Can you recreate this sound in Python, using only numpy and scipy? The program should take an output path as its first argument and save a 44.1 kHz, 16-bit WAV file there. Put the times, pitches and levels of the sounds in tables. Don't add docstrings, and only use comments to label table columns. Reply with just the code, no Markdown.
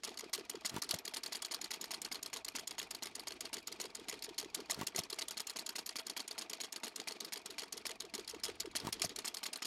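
import sys
import numpy as np
from scipy import signal
from scipy.fft import rfft, irfft
from scipy.io import wavfile
from scipy.ndimage import uniform_filter1d

SR = 44100
rng = np.random.default_rng(int(sys.argv[2]) if len(sys.argv) > 2 else 0)


def boost_factor(decibels):
    exponent = np.asarray(decibels, float) / 20
    return 10 ** exponent


def generate_wav(sig):
    pcm = np.round(np.clip(np.atleast_2d(sig).T, -1, 1) * 32767).astype(np.int16)
    wavfile.write(sys.argv[1], SR, pcm)


N = 426006


def evened(x):
    return x / np.sqrt(np.mean(x ** 2) + 1e-20)


def read(points, hz):
    f, value = np.transpose(points)
    return np.interp(np.log(hz + 1), np.log(f + 1), value)


def add(mix, s, sound):
    part = mix[max(round(s * SR), 0):][:len(sound)]
    part += sound[:len(part)]


def coloured(gain):
    spectrum = rfft(rng.standard_normal(N))
    return evened(irfft(spectrum * gain(np.fft.rfftfreq(N, 1 / SR)), N))


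# (roller first meets cam [s], cam speed then [turns/s])
COASTS = [
    (-2.9985, 5.5714),
    (1.0509, 5.5714),
    (5.0992, 5.5641),
    (9.1597, 5.5641),
]


def cam_at(angle, friction=.17396, drag_per_s=.1189, fast_turn_s=.18, slow_turn_s=.33):
    t = np.arange(0, 4.2, .001)
    found = []
    for s, speed in COASTS:
        turning = (speed + friction / drag_per_s) * np.exp(-drag_per_s * t) - friction / drag_per_s
        turned = (speed - turning - friction * t) / drag_per_s
        turn_s = 1 / np.interp(angle, turned, turning)
        slow = (turn_s - fast_turn_s) / (slow_turn_s - fast_turn_s)
        found.append((s + np.interp(angle, turned, t), slow))
    found = np.transpose(found, (1, 0, 2)).reshape(2, -1).T
    return found[found[:, 0] > 0]


def each_turn(table, angle, count, power=1):
    events = []
    for s, slow in abs(cam_at(angle + np.arange(count))):
        for soon, late, db, slow_db, hz in table:
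            delay = soon + (late - soon) * slow ** power
            events.append((s + delay, db + (slow_db - db) * slow ** power, hz))
    return events


# (main pop [s], strength [dB])
FIRINGS = [
    (.7635, -31),
    (4.8123, -31),
    (8.8698, -31),
]


def heard(events, strokes):
    events = events + [(s + delay, db, hz) for s, _ in FIRINGS for delay, db, hz in strokes]
    return sorted(e for e in events if .02 < e[0] < N / SR)


LOBE, FREE_TURNS = .4704, 14
# (delay fast [s], delay slow [s], level fast [dB], level slow [dB], colour [Hz])
DROP = [
    (.004, .005, -37, -37, 7040),
    (.031, .060, -48, -49, 3350),
    (.062, .112, -57.5, -56.5, 4300),
]
STRIKE = [
    (.0025, .003, -39.5, -38.5, 2440),
    (.0065, .009, -39.5, -41.5, 4930),
    (.010, .017, -39.5, -34.5, 6400),
    (.028, .050, -40.5, -43, 3000),
    (.037, .067, -47, -43, 3200),
    (.068, .125, -71, -45, 4000),
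]
DROP_REBOUND = [
    (.029, .083, -36.5, -46, 4400),
    (.043, .105, -54, -74, 8640),
    (.050, .115, -70, -70, 8800),
]
STRIKE_REBOUND = [
    (.034, .094, -35.5, -65.5, 4500),
    (.047, .115, -56.5, -74, 8800),
    (.055, .125, -63, -90, 8750),
]
# (cam angle [turns], delay [s], level [dB], colour [Hz])
LATCH = [(13, .020, -48, 4500), (14, -.0145, -39.5, 4700), (14, .001, -44, 7000), (14, .006, -39.5, 6300),
         (14, .019, -46, 5000), (14, .054, -46.5, 3000), (14, .107, -54, 4500),
         (14.4704, .003, -33.5, 4800), (14.4704, .009, -35, 6200), (14.4704, .018, -36, 5000),
         (14.4704, .048, -43, 3000), (14.4704, .066, -45, 2800), (14.4704, .121, -55, 3500),
         (15, .004, -33.5, 7000), (15, .059, -45, 2800), (15, .115, -54, 4000), (15.4704, .004, -36, 2050),
         (15.4704, .010, -35, 6600), (15.4704, .016, -31.5, 6800), (15.4704, .051, -40, 5000)]
# (delay [s], level [dB], colour [Hz])
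STROKE = [
    (-.0105, -47, 1430),
    (.059, -32.5, 5800),
    (0.0716, -44.5, 5700),
    (.178, -32.5, 5900),
    (0.2247, -42, 5360),
]
# (time [s], level [dB], colour [Hz])
SLAMS = [
    (0.845, -43, 4800),
    (0.892, -35.5, 4530),
    (0.91, -30, 5670),
    (4.9488, -41.5, 2100),
    (4.9627, -30, 6070),
    (4.9817, -38, 4100),
    (8.998, -42.5, 3170),
    (9.0194, -28, 5700),
    (9.0418, -37, 5300),
]


def contacts(lag_power=1.5):
    events = each_turn(DROP, 0, count=FREE_TURNS)
    events += each_turn(STRIKE, LOBE, count=FREE_TURNS)
    events += each_turn(DROP_REBOUND, 0, count=FREE_TURNS - 1, power=lag_power)
    events += each_turn(STRIKE_REBOUND, LOBE, count=FREE_TURNS, power=lag_power)
    events += [(s + delay, db, hz) for angle, delay, db, hz in LATCH for s, _ in cam_at([angle])]
    return heard(events + SLAMS, STROKE)


def turn_starts():
    s, db, _ = np.transpose([e for e in contacts() if e[1] > -49])
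    return s[(np.diff(s, prepend=-1) > .045) & (db > -41.7)]


def shaking(t60, hush_db, hush_s=0.018):
    s, db, _ = np.transpose(contacts())
    kicks, stills = np.zeros((2, N))
    np.add.at(kicks, (s * SR).astype(int), boost_factor(2 * db))
    stills[((turn_starts() - hush_s - .004) * SR).astype(int)] = 1
    still = signal.oaconvolve(stills, np.hanning(round(2 * hush_s * SR)), "same")
    energy = signal.lfilter([1], [1, -boost_factor(-120 / (t60 * SR))], kicks)
    return np.sqrt(energy) * boost_factor(hush_db * still)


# (frequency [Hz], density [dB per Hz])
AIR = [(18, -50), (30, -55), (153, 9.5), (287, 10.5), (461, 9.5), (584, -2.5), (1250, -4.5), (1760, -3.5),
       (4530, -2.5), (12600, -27.5), (16000, -62)]
# (time [s], level [dB])
WIND = [
    (0.0, -78),
    (1.852, -78.5),
    (2.02, -74),
    (4.98, -75),
    (5.54, -81),
    (7.18, -84),
    (8.93, -64.5),
    (9.31, -75.5),
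    (9.66, -96),
]


def air(level_db=-60, follow=0.22):
    flutter = coloured(lambda hz: 1 / (1 + (hz / 25) ** 2))
    effort = evened(uniform_filter1d(shaking(0.5, -45.0), size=400) + 1e-4) ** follow
    hush = coloured(lambda hz: boost_factor(read(AIR, hz)) / (1 + (185 / (hz + 1)) ** 6))
    hush *= boost_factor(level_db + 3.33 * flutter) * effort
    s, db = np.transpose(WIND)
    gusts = boost_factor(np.interp(np.arange(N) / SR, s, db))
    return hush + gusts * coloured(lambda hz: (hz / 25) ** 2 / (1 + (hz / 25) ** 2) / (1 + (hz / 110) ** 2))


def nearby(x, t60_s=0.013, first_s=0.0034):
    t = np.arange(first_s, .2, 20 / SR)
    tail = np.zeros(round(.21 * SR))
    at = (t * SR).astype(int) + rng.integers(0, 20, len(t))
    tail[at] = rng.choice([-1., 1.], len(t)) * boost_factor(-60 * t / t60_s)
    tail = signal.lfilter([1], [1, -.4], tail)
    return signal.oaconvolve(x, tail / np.linalg.norm(tail))[:N]


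def whirr(level_db=-66.5, high_hz=2720, low_hz=2150, begin=.52, end=.88):
    out, starts = np.zeros(N), turn_starts()
    for s, turn_s in zip(starts, np.minimum(np.diff(starts), .17)):
        hz = np.linspace(high_hz, low_hz, round((end - begin) * turn_s * SR))
        rub = uniform_filter1d(rng.standard_normal(len(hz)), size=60)
        squeak = (1.64 + 1.4 * evened(rub)) * np.sin(2 * np.pi * np.cumsum(hz) / SR)
        add(out, s + begin * turn_s, boost_factor(level_db) * squeak * np.hanning(len(hz)))
    return out


# (delay fast [s], delay slow [s], level fast [dB], level slow [dB], pitch [Hz])
DROP_PUFFS = [
    (.029, .055, -62.5, -38.5, 435),
    (.05, .081, -73, -40, 334),
]
STRIKE_PUFFS = [
    (.034, .062, -58.5, -38, 437),
    (.055, .086, -78, -40, 338),
]
# (delay [s], level [dB], pitch [Hz])
STROKE_PUFFS = [
    (.146, -44.5, 360),
    (.1745, -39.5, 680),
    (.319, -45.5, 403),
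]


def puffs(swell_s=0.0053, fade_s=0.0044, turns=16):
    t, out = np.arange(-.015, .02, 1 / SR), np.zeros(N)
    breaths = each_turn(DROP_PUFFS, 0, count=turns) + each_turn(STRIKE_PUFFS, LOBE, count=turns - 1)
    for s, db, hz in heard(breaths, STROKE_PUFFS):
        db += 1.5 * rng.standard_normal()
        hz *= 1 + .025 * rng.standard_normal()
        swelling = np.exp(-(t / np.where(t < 0, swell_s, fade_s)) ** 2)
        turbulence = evened(uniform_filter1d(rng.standard_normal(len(t)), size=120))
        swelling *= 1 + .28 * turbulence
        cycles = hz * t * (1 - 3 * t) + rng.random()
        add(out, s + t[0], boost_factor(db) * swelling * np.cos(2 * np.pi * cycles))
    return out


# (frequency [Hz], density [dB per Hz])
CRACK = [(180, -20.5), (300, -9.5), (405, -28.5), (537, -18.5), (667, -10.5), (1690, -12), (4590, -5.5),
         (12700, -16), (16000, -36.5)]


def rattle(level_db=-53.0, per_s=150, cycles=5.45, tilt_db=-2.5, dulling=0.41, clump_db=4.5):
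    shake, out = evened(shaking(0.12, 4.0)), np.zeros(N)
    clumps = boost_factor(clump_db * coloured(lambda hz: 1 / (1 + (hz / 150) ** 2)))
    for hz in np.geomspace(680, 12500, num=22):
        strength = np.minimum(rng.exponential(1, N), 3)
        taps = (rng.random(N) < per_s / SR) * boost_factor(3.2 * strength)
        turns = np.arange(round(5 * cycles * SR / hz)) * hz / SR
        ping = np.sin(2 * np.pi * turns) * turns * np.exp(-turns / (cycles / 3))
        colour = boost_factor(read(CRACK, hz) + tilt_db * np.log2(hz / 4500))
        ping *= colour * np.sqrt(hz) / np.linalg.norm(ping)
        drive = taps * clumps * shake ** (1 + dulling * np.log2(hz / 3000))
        out += signal.oaconvolve(drive, ping)[:N]
    return boost_factor(level_db) * evened(out)


# (frequency [Hz], level [dB], t60 [s])
FLYWHEEL = [
    (658, -51.5, .11),
    (1275, -49.5, .15),
    (2450, -52, .07),
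    (3345, -45, .11),
    (12450, -52, .06),
]


def flywheel(x):
    t = np.arange(SR // 4) / SR
    ring = sum(boost_factor(db - 60 * t / t60) * np.sin(2 * np.pi * hz * t) for hz, db, t60 in FLYWHEEL)
    return signal.oaconvolve(x, ring)[:N]


FRAME_HZ = [215, 1020, 2050, 2450, 4250, 4650, 5250, 6000, 6780, 7500, 8530, 9490, 11000, 12450]
# (level [dB], t60 [s])
FRAME = [(-13, .05), (-3, .03), (-7, .02), (-7, .02), (-2, .016), (6, .02), (-2, .02), (-4, .014),
         (0, .015), (-8, .011), (-10, .011), (1, .015), (-11, .011), (-4, .022)]


def metal(hz, detune, spread_db, crack_db):
    db, t60 = np.transpose(FRAME)
    decay_hz = np.log(1000) / (2 * np.pi * t60)
    sign = (-1.) ** np.arange(len(db))
    modes = sign * boost_factor(db + spread_db) * decay_hz / (decay_hz + 1j * (hz[:, None] - FRAME_HZ * detune))
    crack = boost_factor(crack_db + read(CRACK, hz))
    return (modes.sum(-1) + crack) * (1j * hz / (170 + 1j * hz)) ** 3


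def clack(db, centre_hz, rise_s=.0011, chatter_s=0.0024, tilt_db=8.0, focus_db=5.5, focus_oct=0.29):
    size = 4096
    t, hz = np.arange(size) / SR, np.fft.rfftfreq(size, 1 / SR)
    octave, lead = np.log2(hz + 50), 3 * rise_s
    shape = np.where(t < lead, np.exp(-((t - lead) / rise_s) ** 2), np.exp(-(t - lead) / chatter_s))
    chance = rng.standard_normal((2, len(FRAME)))
    bumps_db = 3.5 * evened(uniform_filter1d(rng.standard_normal(size), size=22))
    chatter = shape * rng.standard_normal(size) * boost_factor(bumps_db)
    colour_db = tilt_db * np.log2(centre_hz / 4500) * (octave - np.log2(4500)) / 2
    colour_db += focus_db * np.exp(-((octave - np.log2(centre_hz)) / focus_oct) ** 2)
    body = metal(hz, 1 + 0.009 * chance[0], 2.5 * chance[1], 2.75)
    sound = irfft(rfft(chatter) * body * boost_factor(colour_db), size)
    peak = np.sqrt(uniform_filter1d(sound ** 2, size=70).max())
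    return lead + .0004, boost_factor(db) * sound / peak * boost_factor(-60 * (t / 0.12) ** 4)


def clacks(touch_db=-6., touch_ahead_s=.0031, touch_hz=5500, play_s=.0004, play_db=.8, play_oct=.07):
    out, starts = np.zeros(N), turn_starts()
    for s, db, centre_hz in contacts():
        late, strong, bright = rng.standard_normal(3) * (play_s, play_db, play_oct)
        lead, sound = clack(db + strong, centre_hz * 2 ** bright)
        add(out, s + late - lead, sound)
        if centre_hz > 4700 and s in starts:
            lead, sound = clack(db + touch_db, touch_hz, rise_s=.00025, chatter_s=.003)
            add(out, s - touch_ahead_s - lead, sound)
    return out


# (delay [s], level [dB], length [s])
POPS = [
    (-.036, -14, .005),
    (-.0212, -6, .0042),
    (0, -1, .0038),
    (.0185, -6, .0037),
    (.1755, -8, .0058),
    (.1872, -11, .0055),
]
# (delay [s], length [s], level [dB], centre [Hz], width [Hz])
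RUSHES = [
    (-0.059, 0.054, -23, 160, 350),
    (0.00042, 0.015, -11.5, 960, 130),
    (-.04, 0.087, -22, 810, 2900),
    (.13, 0.071, -31, 360, 600),
    (.168, 0.018, -16.5, 480, 240),
]


def firing(crackle_db=-6.):
    out = np.zeros(N)
    for s, strength_db in FIRINGS:
        for delay, db, length in POPS:
            u = np.arange(0, 1.2 * length, 1 / SR) / length
            push = np.sin(2 * np.pi * u ** .7) * np.exp(-u ** 3 / 1.5)
            band = signal.butter(1, (900, 6000), "band", fs=SR)
            fizz = evened(signal.lfilter(*band, rng.standard_normal(len(u))))
            fizz *= boost_factor(crackle_db + db) * np.exp(-((u - .35) / 0.8) ** 2)
            add(out, s + delay, boost_factor(strength_db + db) * (push + fizz))
        for delay, length, db, hz, width in RUSHES:
            pipe = signal.iirpeak(hz, hz / width, SR)
            gas = signal.lfilter(*pipe, rng.standard_normal(8192))[2048:]
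            gas = evened(gas[:round(length * SR)])
            add(out, s + delay, boost_factor(strength_db + db) * gas * signal.windows.tukey(len(gas), .6))
    return signal.lfilter(*signal.butter(1, 70., "high", fs=SR), out)


def scene():
    blows = clacks() + rattle()
    engine = blows + flywheel(blows) + puffs() + whirr() + firing()
    return (engine + boost_factor(-18.5) * nearby(engine) + air())[None]


def roll_off(x):
    return signal.sosfilt(signal.butter(12, 16670, fs=SR, output="sos"), x)


def record(dry):
    edge = signal.firwin(255, 16300, window=("kaiser", 9), fs=SR)
    limited = signal.oaconvolve(dry, edge[None], "same")
    rolloff = signal.butter(1, 40., "high", fs=SR, output="sos")
    return roll_off(signal.sosfilt(rolloff, limited))


dry = scene()
out = record(dry)
generate_wav(out)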